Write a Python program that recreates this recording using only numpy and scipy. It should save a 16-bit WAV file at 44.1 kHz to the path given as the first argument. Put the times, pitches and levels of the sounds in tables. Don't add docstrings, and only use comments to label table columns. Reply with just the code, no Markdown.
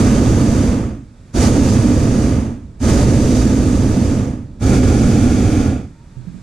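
import sys
import numpy as np
from scipy import signal
from scipy.fft import rfft, irfft, next_fast_len
from scipy.io import wavfile
from scipy.ndimage import uniform_filter1d, minimum_filter1d

SR = 44100
rng = np.random.default_rng(int(sys.argv[2]) if len(sys.argv) > 2 else 0)


def bounce(signal):
    frames = np.transpose(np.atleast_2d(signal))
    limited = np.clip(frames, -1, 1)
    pcm = np.round(limited * 32767).astype(np.int16)
    wavfile.write(sys.argv[1], SR, pcm)


N = 283122

# (frequency [Hz], left minus right [dB], coherence [0-1], phase lead of the left [rad])
PORTS = [(60, -2.8, .996, 0), (300, -3.2, .99, .12), (540, -2.2, .96, 0), (660, -5, .7, 0),
         (780, -8.5, .75, 1), (950, -5, .4, 1.8), (1250, -4.6, .63, 1), (1600, 1, .71, .9),
         (2500, -.4, .8, 0), (4000, -1.3, .81, 0), (5000, -4.4, .32, 0), (6500, -3, .26, -.2),
         (8700, -4.3, .15, .4), (10500, .4, .33, .3)]
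# (frequency [Hz], relative spectral density [dB])
PILOT_SPECTRUM = [(15, -31), (25, 1), (54, 0), (151, -3.5), (225, -6), (420, -22.5), (700, -26),
                  (1190, -24), (2030, -24.5), (3010, -31.5), (3650, -29), (5400, -32), (7600, -32.5),
                  (10000, -39.5), (14000, -60)]
ROAR_SPECTRUM = [(12, -5), (35, -17), (52, 1.5), (112, 3), (145, -3), (170, -9.5), (195, -1.5), (250, 2),
                 (295, -2.5), (360, -11), (415, -12), (530, -14.5), (680, -26), (1200, -78)]
FIRST_CAN_SPECTRUM = [(410, -13), (700, 1.5), (890, -1), (1000, -6.5), (1220, -2), (1330, -8.5), (1900, -8),
                      (2150, -11), (2600, -13.5), (2950, -16), (3500, -19.5), (4550, -63)]
SECOND_CAN_SPECTRUM = [(410, -49), (700, 4), (790, 4), (954, -10.5), (1170, -4.5), (1400, -4), (1590, -9.5),
                       (1690, -6), (1810, -14), (2320, -6.5), (2750, -17), (3500, -14.5), (4550, -57)]
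JET_SPECTRUM = [(2060, -7.5), (3500, -4.5), (3850, -2), (4180, -5.5), (4500, -2.5), (5050, -.5), (5350, -6),
                (5800, 1), (6700, -0.5), (8150, -6), (8900, -5.5), (10200, -11), (11400, -21), (13400, -20),
                (14500, -27)]
# (time [s], level [dB])
PILOT_FLUTTER = [(1.2, -39), (2.7, -35), (4.5, -33.5), (6.05, -40.5), (6.42, -37)]
PILOT_HISS = [(1.1, -59), (1.3, -55.5), (2.7, -59.5), (4.5, -59), (6.0, -57.5), (6.42, -53)]
# (start [s], length [s], starting pitch [Hz], level [dB])
WHISTLE_NOTES = [(5.92, 0.18, 887, -59), (6.08, 0.19, 870, -61)]
# (time [s], pitch [Hz], level [dB], time to decay by 60 dB [s])
BUMPS = [(6.168, 125, -21.5, 0.28), (6.269, 176, -18, 0.17), (6.340, 185, -23, 0.2)]
# (time [s], half length [s], change in rush [dB], change in hiss [dB])
SPUTTERS = [(1.432, 0.065, 0.5, 5), (1.713, 0.037, .5, 4.5), (2.94, 0.09, 1.5, 2), (3.37, 0.1, 0.5, 3.5),
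            (4.766, 0.029, 2.5, 1.5), (4.812, 0.02, -3.5, -4.5)]
# (valve opens [s], valve shuts [s], opening time [s], time to surge peak [s],
# surge size [ratio], emptying time [s], roar [dB], rush [dB], hiss [dB], burner can [index])
BLASTS = [(-.12, 0.612, .03, .11, 1.1, 0.32, -9, -30, -32.5, 0),
          (1.325, 2.246, 0.046, 0.14, 1.2, .3, -9, -31, -33, 0),
          (2.784, 4.079, 0.077, 0.13, 1.28, .31, -8.5, -32, -33, 0),
          (4.588, 5.584, 0.071, 0.16, 0.52, 0.24, -8.5, -30, -32.5, 1)]

THROB_HZ, THROB_SHARE, SETTLE_S = 10.2, 0.34, 0.16
IGNITION_S = 0.0066


def undb(db):
    return 10 ** (np.asarray(db) / 20)


def unit(x):
    return x / np.sqrt(np.mean(x ** 2))


def since(s):
    return np.maximum(np.arange(N) / SR - s, 0)


def gain_curve(table):
    times, db = np.transpose(table)
    return undb(np.interp(np.arange(N) / SR, times, db))


def spectral_curves(table, hz):
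    points, *columns = np.transpose(table)
    return [np.interp(np.log(hz), np.log(points), column) for column in columns]


def butter(x, hz, kind):
    return signal.sosfilt(signal.butter(4, hz, kind, fs=SR, output="sos"), x)


def eddies(low_hz, high_hz):
    hz = np.arange(N // 2 + 1) * SR / N
    band = hz / (hz + low_hz) / (1 + (hz / high_hz) ** 2)
    return unit(irfft(rfft(rng.standard_normal(N)) * band, N))


def frame_scattering(hz, echo_s=0.000983, echo=0.091, scatter_s=0.013, corner_hz=450):
    size = 2 * (len(hz) - 1)
    spray = rng.standard_normal((2, size)) * np.exp(-np.arange(size) / SR / scatter_s)
    spray /= np.sqrt(np.sum(spray ** 2, axis=1, keepdims=True))
    reflected = .27 * rfft(spray) - echo * np.exp(-2j * np.pi * hz * echo_s)
    return np.abs(1 + reflected * hz ** 2 / (hz ** 2 + corner_hz ** 2))


def turbulence(spectrum):
    size = 2 * next_fast_len(N // 2 + 1, True)
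    hz = np.maximum(np.arange(size // 2 + 1) * SR / size, 1)
    pan_db, coherence, lead = spectral_curves(PORTS, hz)
    right, scattered = rfft(rng.standard_normal((2, size)))
    left = coherence * right + np.sqrt(1 - coherence ** 2) * scattered
    left *= np.exp(1j * lead) * undb(pan_db)
    sum_gain = np.sqrt(1 + undb(2 * pan_db) + 2 * undb(pan_db) * coherence * np.cos(lead))
    colour = undb(spectral_curves(spectrum, hz)[0]) / sum_gain
    pair = irfft(np.array([left, right]) * frame_scattering(hz) * colour, size)[:, :N]
    return pair / np.std(pair.mean(axis=0))


def pilot_flame(split_hz=600):
    flame = turbulence(PILOT_SPECTRUM)
    flutter = gain_curve(PILOT_FLUTTER) * unit(butter(flame, split_hz, "low"))
    hiss = gain_curve(PILOT_HISS) * unit(butter(flame, split_hz, "high"))
    return flutter + hiss


def whistle(waver=.016, rise_hz_per_s=445):
    drift = 1 + waver * eddies(low_hz=10, high_hz=80)
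    out = np.zeros(N)
    for s, length_s, hz, db in WHISTLE_NOTES:
        age = np.minimum(since(s), length_s)
        phase = 2 * np.pi * np.cumsum((hz + rise_hz_per_s * age) * drift) / SR
        swell = np.sin(np.pi * age / length_s)
        out += undb(db) * swell * np.sqrt(2) * np.sin(phase)
    return out


def basket_bumps(push_s=0.0047, rattle=0.29, rattle_hz=240, left_db=-15):
    out = np.zeros(N)
    shudder = unit(butter(rng.standard_normal(N), rattle_hz, "low"))
    for s, hz, db, t60 in BUMPS:
        age = since(s)
        ring = (1 - np.exp(-age / push_s)) * np.exp(-np.log(1000) * age / t60)
        out += undb(db) * ring * (np.sin(2 * np.pi * hz * age) + rattle * shudder)
    ports = undb([[left_db], [0]])
    return out * ports / ports.mean()


def steady_power(pair, window_s, share):
    power = uniform_filter1d(pair.mean(axis=0) ** 2, int(window_s * SR) + 1)
    return pair / np.maximum(power, 1e-6) ** (share / 2)


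def sputters():
    t = np.arange(N) / SR
    return sum(np.outer(db, np.exp(-((t - s) / half_s) ** 2)) for s, half_s, *db in SPUTTERS)


def pressure_surge(age, peak_s):
    past_peak = np.maximum(age - peak_s, 0)
    size = np.minimum(age / peak_s, 1) * np.exp(-past_peak / SETTLE_S)
    throb = 1 - THROB_SHARE + THROB_SHARE * np.cos(2 * np.pi * THROB_HZ * past_peak)
    return size * throb


def blast_gain(valve, surge_db, sag_db_per_s, empty_db, empty_bend, delay_s=0):
    opens, shuts, opening_s, peak_s, surge_size, empty_s = valve
    age = since(opens)
    opened = np.minimum(since(opens + delay_s) / opening_s, 1)
    rise = np.sin(np.pi / 2 * opened) ** 2
    boost_db = surge_db * surge_size * pressure_surge(age, peak_s)
    fall_db = empty_db * (since(shuts) / empty_s) ** empty_bend
    return rise * undb(boost_db - sag_db_per_s * age - fall_db)


def burner(roar_swirl_db=0.5, rush_swirl_db=0.68, hiss_swirl_db=0.42, bright_hz=340):
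    swirl = eddies(low_hz=11, high_hz=111)
    roar = steady_power(turbulence(ROAR_SPECTRUM), window_s=0.069, share=0.45)
    roar *= undb(roar_swirl_db * swirl)
    bright = signal.sosfiltfilt(signal.butter(4, bright_hz, "high", fs=SR, output="sos"), roar)
    deep = roar - bright
    rush_sputter_db, hiss_sputter_db = sputters()
    rush_flutter = undb(rush_swirl_db * swirl + rush_sputter_db)
    rushes = [turbulence(can) * rush_flutter for can in (FIRST_CAN_SPECTRUM, SECOND_CAN_SPECTRUM)]
    hiss = turbulence(JET_SPECTRUM) * undb(hiss_swirl_db * swirl + hiss_sputter_db)
    out = 0
    for *valve, roar_db, rush_db, hiss_db, can in BLASTS:
        flame = deep * blast_gain(valve, surge_db=-0.5, sag_db_per_s=3.5,
                                  empty_db=12.0, empty_bend=2.18, delay_s=IGNITION_S)
        flame += bright * blast_gain(valve, surge_db=2, sag_db_per_s=4.0,
                                     empty_db=14.5, empty_bend=3.2, delay_s=IGNITION_S)
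        rush = rushes[int(can)]
        gas = rush * blast_gain(valve, surge_db=4.5, sag_db_per_s=2.2, empty_db=13.5, empty_bend=2.47)
        jets = hiss * blast_gain(valve, surge_db=3.0, sag_db_per_s=3.5, empty_db=19.5, empty_bend=1.84)
        out += undb(roar_db) * flame + undb(rush_db) * gas + undb(hiss_db) * jets
    return out


def scene():
    return burner() + pilot_flame() + basket_bumps() + whistle()


def record(dry, ceiling=.9, hold_s=.012, top_hz=14400):
    window = int(hold_s * SR) + 1
    needed_gain = ceiling / np.maximum(np.abs(dry).max(axis=0), ceiling)
    smooth_gain = uniform_filter1d(minimum_filter1d(needed_gain, window), window)
    low_pass = signal.ellip(8, .2, 70, top_hz, fs=SR, output="sos")
    return signal.sosfilt(low_pass, dry * smooth_gain)


dry = scene()
out = record(dry)
bounce(out)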